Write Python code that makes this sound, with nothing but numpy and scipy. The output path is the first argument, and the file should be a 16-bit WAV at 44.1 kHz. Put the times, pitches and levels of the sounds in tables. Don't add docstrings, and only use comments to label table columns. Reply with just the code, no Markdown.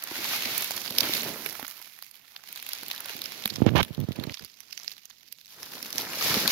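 import sys
import numpy as np
from scipy import signal
from scipy.io import wavfile
from scipy.ndimage import uniform_filter1d

SR = 44100
rng = np.random.default_rng(int(sys.argv[2]) if len(sys.argv) > 2 else 0)


def wav_record(signal):
    frames = np.transpose(np.atleast_2d(signal))
    bounded = np.clip(frames, -1, 1)
    quanta = np.round(bounded * 32767).astype(np.int16)
    wavfile.write(sys.argv[1], SR, quanta)


N = 287159

# t/s, fizz level/dB
STIRRING = [(0.0, -50), (0.2, -37), (0.36, -35), (0.6, -38), (0.96, -42), (1.07, -34), (1.32, -41.5),
            (1.66, -49), (1.8, -51), (2.1, -59), (2.37, -58), (2.66, -46), (2.85, -46.5), (3.52, -46.5),
            (3.68, -53), (3.74, -53), (3.79, -44.5), (3.85, -53), (3.95, -60), (4.02, -56.5), (4.26, -52.5),
            (4.44, -55), (4.52, -57), (4.66, -57), (4.84, -50), (5.02, -59), (5.45, -59), (5.53, -53),
            (5.78, -46), (5.95, -47.5), (5.99, -40.5), (6.03, -39), (6.08, -46), (6.24, -31.5),
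            (6.35, -30.5), (6.46, -36), (6.51, -27)]
# t/s, left over right/dB, sheen re fizz/dB, rasp f/Hz, papery boost/dB
LEAF_COLOUR = [(0.0, -5, -3.5, 4300, 5), (0.45, -2.5, -3.5, 4200, 9), (0.87, -10, -3, 4540, 1),
               (1.07, -5, -2.5, 4200, 8), (1.5, -12.5, 0.5, 4900, 4), (2.1, -13, -0.5, 4620, 8),
               (2.65, -5.5, -5, 3930, 4.5), (3.35, -8.5, -5, 4170, 6), (3.55, -9, -6, 4540, 2),
               (3.7, -6.5, -4, 3550, -3), (3.79, -20.5, -6, 3400, -1), (3.87, 2, -1, 3430, 7),
               (3.97, 0, -6.5, 3600, -5), (4.26, -5, -7.5, 4280, 2.5), (4.6, -14.5, -8, 5300, 2),
               (5.31, -15.5, -8, 4780, 4), (5.55, -3.5, -3.5, 4450, -4), (6.0, -1.5, -2, 4740, 5.5),
               (6.51, -2, -5, 4400, 4.5)]
# t/s, tread level/dB, left over right/dB, whole-leaf crumple level/dB
TREAD_WEIGHT = [(0.0, -63.5, 0.5, -53), (0.15, -54.5, 0, -46), (0.45, -49, -0.5, -44),
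                (0.93, -56.5, 0, -54), (1.04, -39, -1, -43), (1.3, -45, -2.5, -47.5), (1.5, -55, -2, -51),
                (1.71, -71, 1, -59), (2.03, -80.5, -4, -69), (2.3, -80, -7, -65), (2.79, -62.5, -9, -57.5),
                (3.1, -64.5, -6, -52), (3.16, -54.5, -12, -58.5), (3.44, -55.5, -13, -54),
                (3.5, -55.5, -11, -59.5), (4.5, -78, -9, -73), (4.83, -69.5, -17, -66.5),
                (5.04, -80, -7, -74.5), (5.45, -86, -4, -80), (5.54, -74, 1, -61.5), (5.62, -59, -1, -57.5),
                (5.92, -54.5, -4, -53), (6.04, -45.5, -2, -47.5), (6.14, -49.5, 0, -47),
                (6.32, -38, 1, -36), (6.43, -42, 0.5, -42), (6.51, -38.5, 3, -36.5)]
# t/s, share [0-1]
CLOTH_SHARE = [(5.46, 0.65), (5.53, 0.9), (6.51, 1)]
# f/Hz, relative level/dB
LEAF_SPECTRUM = [(24, -52), (40, -16.5), (102, -11.5), (223, -4), (541, -6.5), (1650, -2.5), (2290, -2),
                 (3260, -1.5), (4200, -1.5), (6610, -8), (7900, -20), (12100, -3.5), (13800, -6.5),
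                 (15600, -9), (16900, -57.5)]


def litter():
    fizz_db, = curves(STIRRING)
    pan_db, sheen_db, rasp_hz, paper_db = curves(LEAF_COLOUR)
    tread_db, low_pan_db, crumple_db = curves(TREAD_WEIGHT)
    cloth, = curves(CLOTH_SHARE)
    leaf_ir = colour(LEAF_SPECTRUM)

    fine = fine_crackle(fizz_db, cloth)
    fine_noise = pair(same=.05, lag_s=.00025, size=N) * fine
    _, _, fizz, sheen = bands(filtered(fine_noise, leaf_ir))
    fizz = leaf_rings(fizz, rasp_hz, paper_db, cloth)

    whole = crackle(per_s=270, spread_db=5.5, t60_s=.027, hiss_db=-15)
    whole_noise = pair(same=.79, lag_s=.0001, size=N) * (whole + .73 * fine)
    crumple = bands(filtered(whole_noise, leaf_ir))[1]

    coarse = crackle(per_s=110, spread_db=3.5, t60_s=.23, hiss_db=-10.5)
    coarse_noise = pair(same=.86, lag_s=0, size=N) * coarse
    tread = bands(filtered(coarse_noise, leaf_ir))[0]

    high = gain_of(fizz_db) * evened(fizz) + gain_of(fizz_db + sheen_db) * evened(sheen)
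    high = high * ports(pan_db)
    middle = gain_of(crumple_db) * evened(crumple) * ports(.72 * pan_db + .78 * low_pan_db)
    low = gain_of(tread_db) * evened(tread) * ports(low_pan_db)
    return high + middle + low


CLUMP_RMS_DB, CLUMP_S = 1.4, .035


def fine_crackle(fizz_db, cloth):
    fine = crackle(per_s=250, spread_db=4.5, t60_s=.009, hiss_db=.35 * (fizz_db + 38) + 6 * cloth)
    width = round(CLUMP_S * SR)
    clumps = uniform_filter1d(rng.standard_normal(N), width)
    clumps = uniform_filter1d(clumps, width)
    return fine * gain_of(CLUMP_RMS_DB * evened(clumps))


def leaf_rings(fizz, rasp_hz, paper_db, cloth):
    fizz = fizz + .62 * resonate(fizz, rasp_hz, width_hz=1800)
    fizz = fizz + (gain_of(paper_db) - 1) * resonate(fizz, 2100, width_hz=700)
    fizz = fizz + 1.1 * cloth * resonate(fizz, 5500, width_hz=1600)
    for spread in np.geomspace(.6, 1.6, num=4):
        envelope = crackle(per_s=60, spread_db=4, t60_s=.012, hiss_db=-10)
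        cracks = pair(same=.45, lag_s=.00025, size=N) * envelope
        pitched = resonate(cracks, np.minimum(spread * rasp_hz, 6800), width_hz=700)
        fizz = evened(fizz) + gain_of(-15.5) * evened(pitched)
    return fizz


# t/s, relative level/dB, left over right/dB, relative sheen/dB, relative body/dB, f/Hz
LOUD_SNAPS = [(0.0381, -36.5, -8, 8.5, -15, 3930), (0.453, -24, -11, -10, -26, 2300),
              (0.579, -34, -14, 12.5, -23, 2370), (0.6088, -30, -10, 2, -12, 4110),
              (0.622, -24, -7, -7, -13, 5840), (0.644, -28, -6.0, 1.5, -18, 2300),
              (0.708, -19.5, -8.5, -6.5, -21, 4650), (0.7648, -31, -16, -1, -22, 4440),
              (0.8606, -27, -4, -29, -8, 5100), (0.8778, -22.5, -12, -25, -18, 4730),
              (0.906, -24.5, -9.5, -7, -18, 4260), (0.9503, -28.5, -11, -12, -20, 4290),
              (0.984, -6.5, -5, -11.5, -33, 5130), (1.0062, -8.5, -12, -13, -24, 5240),
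              (1.0317, -17.5, 5, -19, -19, 3400), (1.1363, -13.5, 0, -13.5, -26, 4150),
              (1.1684, -17.5, -13, -25, -33, 4540), (1.207, -21, -9, -20, -30, 4240),
              (1.2323, -20.5, -4, -13, -28, 2500), (1.4611, -16.5, -9, -12, -16.5, 2310),
              (1.527, -33.5, -16, -3, -22, 5400), (1.6272, -31.5, -14, -6, -4, 3600),
              (1.6476, -28.5, -8.0, -16, -8, 2120), (1.6798, -29.5, -18, -5.5, -12, 6250),
              (1.7723, -41, -9.5, -7, -23, 3350), (1.8157, -41, -13, 1, -6, 3300),
              (1.9885, -39.5, -13.0, -5, -6.5, 2540), (2.024, -30, -11, -4.5, -14, 4100),
              (2.1118, -41, -15, -5, -27, 4580), (2.363, -26.5, -7, -19, -19, 3880),
              (2.527, -34.5, -6, 0.5, -21, 2540), (2.5592, -27.5, -9.5, -8.5, -18, 4390),
              (2.5736, -36, -7.5, -5, -11, 2560), (2.626, -31, -9, -3, -14, 2570),
              (2.6648, -29, -6.5, -8, -18, 2640), (2.69, -29, -7, -1.5, -16, 4170),
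              (2.7326, -18.5, -4, -9.5, -23, 4800), (2.8324, -30, -8, -8, -11, 4200),
              (2.8825, -31, -9, -1.5, -27, 4150), (2.901, -29, 0, -16, -26, 3500),
              (2.9127, -17, -4, -16, -21, 3680), (2.9787, -26.5, -4, -14, -31, 3740),
              (3.0041, -33.5, -6.5, 1, -17, 2860), (3.058, -29.5, -5.5, -6, -17, 3840),
              (3.0947, -24.5, -5, -15, -14.5, 2660), (3.1656, -30.5, -7.5, -5.5, -11, 4000),
              (3.2172, -20, -9, -14, -27, 4050), (3.2403, -23.5, -17, -13.5, -32, 4830),
              (3.2578, -20, -10.5, -20, -28, 5070), (3.438, -23, -14.5, -24, -25, 3840),
              (3.4564, -13, -8.0, -11, -15, 3580), (3.4764, -25, -6, -5, -19, 2340),
              (3.5012, -22.5, -30, -23, -25, 4230), (3.5583, -23, -5, -19, -20, 5100),
              (3.6635, -22, -20, -28, -19, 2050), (3.759, -28, -6, -9, -17, 3550),
              (3.767, -21, -35.0, -16, -3, 2660), (3.7802, -29, -32, -29, -5, 2340),
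              (3.8293, -15, -3, -16.5, -19, 3500), (3.8482, -30, -7.0, -12, -15, 2930),
              (3.9478, -33.5, 1, -14, -27, 3630), (4.0023, -36.5, 0, -3.5, -19, 3300),
              (4.1195, -27.5, -10, -20, -21, 3200), (4.1588, -33.5, -9.0, -13, -18, 2370),
              (4.198, -27.5, -18, -20, -22, 3750), (4.2379, -26, -11, -15, -11.5, 4200),
              (4.2955, -25, -9.0, -32, -14, 2230), (4.3197, -32, -16, -19, -18, 4750),
              (4.342, -23, -14.5, -23, -21.5, 5130), (4.372, -32, -24, -25, -16, 3680),
              (4.394, -30.5, -14.0, -16, -12.5, 5060), (4.4473, -29.5, -12, -7.5, -23, 4630),
              (4.604, -30.5, -22, -8, -20.5, 5910), (4.7092, -35, -21.0, -19, -27, 5280),
              (4.727, -23.5, -22.5, -19.5, -30, 5200), (4.776, -21, -20.5, -23, -24, 5940),
              (4.7985, -30, -13, -21, -25, 5800), (4.8328, -31, -10, -14, -29, 5250),
              (4.8786, -15, -21.5, -28, -29, 5400), (4.9162, -29, -14.0, -15, -22, 4820),
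              (4.9664, -37, -15, -18, -18, 4310), (5.0546, -32.5, -21, -11.5, -29, 6110),
              (5.1027, -41.5, -15.5, -21, -11.5, 4540), (5.2077, -47.5, -14.0, -13, -19, 3590),
              (5.2844, -39.5, -17, -14, -34, 4970), (5.3248, -29.5, -27, -6, -29, 4900),
              (5.3538, -46, -13.5, -19, -27, 4480), (5.4473, -42.5, -18, -23, -24, 3840),
              (5.63, -26.5, -4.0, -13, -15.5, 5190), (5.7355, -35, -3.0, -3, -11, 3200),
              (5.8274, -24.5, -6, -8, -17, 5660), (5.8635, -33, -8, -10, -31, 3400),
              (5.9277, -20.5, -13, -14, -33, 5530), (5.9571, -28.5, -2.0, -5, -15, 4490),
              (5.9812, -10.5, -29, -18, -29, 5780), (6.133, -26, 2, -10, -18, 2100),
              (6.2103, -20, 2, -21, -22, 4090), (6.2246, -15, 1, -23, -15, 5530),
              (6.342, -12.5, -5.0, -14, -13, 4120), (6.4773, -8.5, 5, -11.5, -27, 4140)]


def snaps():
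    out = np.zeros((2, N))
    t_s = np.arange(1800) / SR - .006
    leaf_ir = colour(LEAF_SPECTRUM, size=512)
    crack = gain_of(-60 * np.where(t_s < 0, -t_s / .00045, t_s / .0024))
    burst = gain_of(-60 * np.where(t_s < 0, -t_s / .013, t_s / .022))
    shape = crack + gain_of(-12.5) * burst
    for s, db, pan_db, sheen_db, body_db, hz in list(LOUD_SNAPS) + small_snaps():
        noise = pair(same=.13, lag_s=.00027, size=len(t_s)) * shape
        _, body, fizz, sheen = bands(filtered(noise, leaf_ir))
        fizz = fizz + 8.2 * resonate(fizz, hz, width_hz=730)
        fizz, sheen, body = (v / abs(v).max(1, keepdims=True) for v in (fizz, sheen, body))
        sound = fizz + gain_of(sheen_db + 11) * sheen + gain_of(body_db + 5.5) * body
        add(out, s - .0054, gain_of(db - 1) * ports(pan_db)[:, None] * sound)
    return out


TICKS, TICK_DB, TICK_SHARE, TICK_SPREAD_DB = 70, -5.5, .59, .5
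TICK_SHEEN_DB, TICK_BODY_DB = -9.5, -21
AFTER_S = .03


def small_snaps():
    which, late, size, side, shine, bulk, pitch = rng.random((TICKS, 7)).T
    loud_s = np.transpose(LOUD_SNAPS)[0]
    parent_s = loud_s[(which * len(loud_s)).astype(int)]
    tick_s = parent_s + .004 - AFTER_S * np.log(late + .02)
    at = np.minimum(tick_s * SR, N - 1).astype(int)
    fizz_db, = curves(STIRRING)
    pan_db, sheen_db, rasp_hz, _ = curves(LEAF_COLOUR)
    level_db = TICK_SHARE * fizz_db[at] + TICK_DB - TICK_SPREAD_DB * np.log(size + .08)
    tick_pan_db = pan_db[at] + 8 * (side - .5)
    tick_sheen_db = sheen_db[at] + TICK_SHEEN_DB + 14 * (shine - .5)
    body_db = TICK_BODY_DB + 14 * (bulk - .5)
    hz = rasp_hz[at] * (.6 + .7 * pitch)
    return list(zip(at / SR, level_db, tick_pan_db, tick_sheen_db, body_db, hz))


# t/s, relative level/dB, left over right/dB, f/Hz
DULL_KNOCKS = [(0.111, -31.5, -0.5, 345), (0.185, -33.5, 0, 328), (0.456, -32.5, -20, 240),
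               (0.705, -28, 0, 746), (0.905, -37.5, 2, 242), (1.091, -25.5, -3, 345), (1.259, -31, -1, 394),
               (1.357, -34, -1, 494), (1.457, -35.5, -3.0, 406), (1.593, -28, -6, 830),
               (1.624, -36, -3.5, 263), (1.799, -44.5, -6.0, 960), (2.826, -44, -12, 360),
               (3.098, -40.5, -12, 428), (3.148, -37, -24, 236), (3.452, -30.5, -8, 207),
               (5.621, -43, -3, 905), (5.824, -43, -8, 254), (5.99, -28.5, -1, 880), (6.028, -34, 3, 410),
               (6.169, -34, 3, 514), (6.259, -28, 16, 541), (6.298, -31, -5, 145),
               (6.364, -21.5, -3.5, 215), (6.45, -30, 4, 230)]


def knocks():
    out = np.zeros((2, N))
    for s, db, pan_db, hz in DULL_KNOCKS:
        thud = ring(hz, cycles=11, lead=.64)
        thud = thud + .94 * ring(2.22 * hz, cycles=4.6, lead=.34)
        add(out, s + .0021, gain_of(db - 2.5) * ports(pan_db)[:, None] * thud)
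    return out


# t/s, relative level/dB, trapped-air f/Hz
FINGER_BUMPS = [(3.523, -28, 193), (3.584, -20, 217), (3.605, -17.5, 240), (3.62, -1, 226),
                (3.66, -17, 258), (3.666, 0.5, 228), (3.753, -4.5, 277), (3.817, -17, 156),
                (3.907, -22, 162), (3.98, -15.5, 175), (4.088, -13, 190), (4.109, -19, 195),
                (4.189, -15.5, 221), (4.211, -23, 195), (4.273, -18.5, 175), (4.307, -28, 221),
                (4.429, -36, 178)]
# start t/s, end t/s, relative level/dB, treble re low band/dB
FINGER_RUBS = [(3.498, 3.61, -43, -7), (3.622, 3.627, -29.5, -3.5), (3.631, 3.67, -29.5, -17),
               (3.665, 3.694, -24, -5), (3.691, 3.767, -37.5, -8.5), (3.754, 3.816, -19.5, 0.5),
               (3.8, 4.156, -47.5, -7), (4.149, 4.261, -39.5, -6), (4.265, 4.33, -42, -6),
               (4.404, 4.456, -50, -3.5)]
# f/Hz, relative level/dB
SKIN_SPECTRUM = [(18, -60), (30, -18), (76, 1.5), (223, -2), (752, -10.5), (828, -5.5), (1470, -14),
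                 (3150, -15.5), (6600, -33), (9000, -80), (11700, -77.5), (19800, -120)]


def finger():
    out = np.zeros(N)
    turns = np.linspace(0, 1.5, num=600)
    heave = -np.sin(2 * np.pi * turns) * np.hanning(len(turns))
    for s, db, hz in list(FINGER_BUMPS) + slips():
        puff = ring(hz, cycles=3.3, lead=.54) + .43 * ring(1.55 * hz, cycles=3.2, lead=.46)
        add(out, s - .001, gain_of(db) * puff)
        add(out, s + .0029, gain_of(db - 12.5) * heave)

    friction = rng.standard_normal(N) * crackle(per_s=600, spread_db=2.8, t60_s=.005, hiss_db=1.6)
    skin = signal.oaconvolve(friction, colour(SKIN_SPECTRUM))[:N]
    low, *rest = bands(evened(skin))
    treble = sum(rest)
    for start_s, end_s, db, treble_db in FINGER_RUBS:
        span = slice(round(start_s * SR), round(end_s * SR))
        piece = evened(low[span]) + gain_of(treble_db) * evened(treble[span])
        add(out, start_s, gain_of(db + 1) * piece * signal.windows.tukey(len(piece), .12))
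    return out * gain_of([[-58], [0]])


# start t/s, end t/s, relative level/dB, slip rate [1/s], f/Hz
FINGER_JUDDERS = [(3.696, 3.764, -19, 120, 184.5), (3.992, 4.045, -19.5, 105, 160)]


def slips():
    rows = []
    for start_s, end_s, db, per_s, hz in FINGER_JUDDERS:
        late, size = rng.standard_normal((2, 12))
        slip_s = start_s + (np.arange(len(late)) + .082 * late) / per_s
        rows += [(s, db + 2.5 * b, hz) for s, b in zip(slip_s, size) if s < end_s]
    return rows


# f/Hz, relative level/dB
AIR_SPECTRUM = [(24, -51), (40, 20.5), (253, 22.5), (326, -25.5), (1310, 6), (2170, -20.5), (5270, 6),
                (8100, -61.5), (14500, 23.5), (15600, -8.5), (16900, -57.5)]
AIR_DB = -70.5


def forest():
    air = filtered(rng.standard_normal((2, N)), colour(AIR_SPECTRUM))
    return gain_of(AIR_DB) * evened(air) * ports(np.array([-8.0]))


def crackle(per_s, spread_db, t60_s, hiss_db):
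    size = gain_of(spread_db * np.minimum(rng.exponential(1, N), 4))
    power = (size * (rng.random(N) < per_s / SR)) ** 2
    decay = gain_of(-120 / (t60_s * SR))
    power = signal.lfilter([1], [1, -decay], power)
    power = signal.lfilter([1], [1, -decay], power[::-1])[::-1]
    hiss_power = gain_of(2 * hiss_db)
    return np.sqrt((abs(power) / power.mean() + hiss_power) / (1 + hiss_power))


def ring(hz, cycles, lead, size=2400):
    turns = hz * np.arange(size) / SR
    swell = np.minimum(turns / lead, 1)
    wave = np.sin(2 * np.pi * (turns - lead / 2)) * swell * gain_of(-60 * turns / cycles)
    return wave / wave.max()


def resonate(x, hz, width_hz):
    turn = np.exp(2j * np.pi * np.cumsum(hz * np.ones(x.shape[-1])) / SR)
    r = np.exp(-np.pi * width_hz / SR)
    return 2 * (turn * signal.lfilter([1 - r], [1, -r], x / turn)).real


def pair(same, lag_s, size):
    own, right = rng.standard_normal((2, size))
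    shared = same * np.roll(right, round(lag_s * SR))
    return np.array([shared + np.sqrt(1 - same ** 2) * own, right])


def ports(pan_db):
    left = gain_of(pan_db)
    return 2 * np.array([left, np.ones_like(left)]) / np.sqrt(1 + left ** 2)


def colour(points, size=4096):
    f, db = np.transpose(points)
    hz = abs(np.fft.fftfreq(2 * size, 1 / SR))
    log_gain = np.log(gain_of(np.interp(np.log(hz + 1), np.log(f), db)))
    return np.fft.ifft(np.exp(np.conj(signal.hilbert(log_gain)))).real[:size]


def filtered(x, ir):
    return signal.oaconvolve(x, ir[None])[:, :x.shape[-1]]


SPLIT_HZ = (600, 2000, 8000)


def bands(x):
    low, mid, high = SPLIT_HZ
    edges = [(low, "low"), ([low, mid], "band"), ([mid, high], "band"), (high, "high")]
    filters = [signal.butter(N=3, Wn=hz, btype=kind, fs=SR, output="sos") for hz, kind in edges]
    return [signal.sosfilt(sos, x) for sos in filters]


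def curves(rows):
    s, *columns = np.transpose(rows)
    return [np.interp(np.arange(N) / SR, s, c) for c in columns]


def gain_of(db):
    return 10 ** (np.asarray(db) / 20)


def evened(x):
    return x / np.sqrt(np.mean(x ** 2) + 1e-20)


def add(mix, s, sound):
    part = mix[..., round(s * SR):][..., :sound.shape[-1]]
    part += sound[..., :part.shape[-1]]


def scene():
    return litter() + snaps() + knocks() + finger() + forest()


LOW_CUT_HZ, EDGE_HZ = 70, 16050
RUMBLE_DB, CLIP_LEVEL = -85, .93


def record(dry):
    low_cut = signal.butter(N=5, Wn=LOW_CUT_HZ, btype="high", fs=SR, output="sos")
    cut = signal.sosfilt(low_cut, dry)
    rumble = signal.lfilter([1], [1, -.99], rng.standard_normal(dry.shape))
    noisy = cut + gain_of(RUMBLE_DB) * evened(rumble)
    clipped = np.clip(noisy, -CLIP_LEVEL, CLIP_LEVEL)
    band_limit = signal.firwin(511, EDGE_HZ, window=("kaiser", 9), fs=SR)
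    return signal.oaconvolve(clipped, band_limit[None], "same")


dry = scene()
out = record(dry)
wav_record(out)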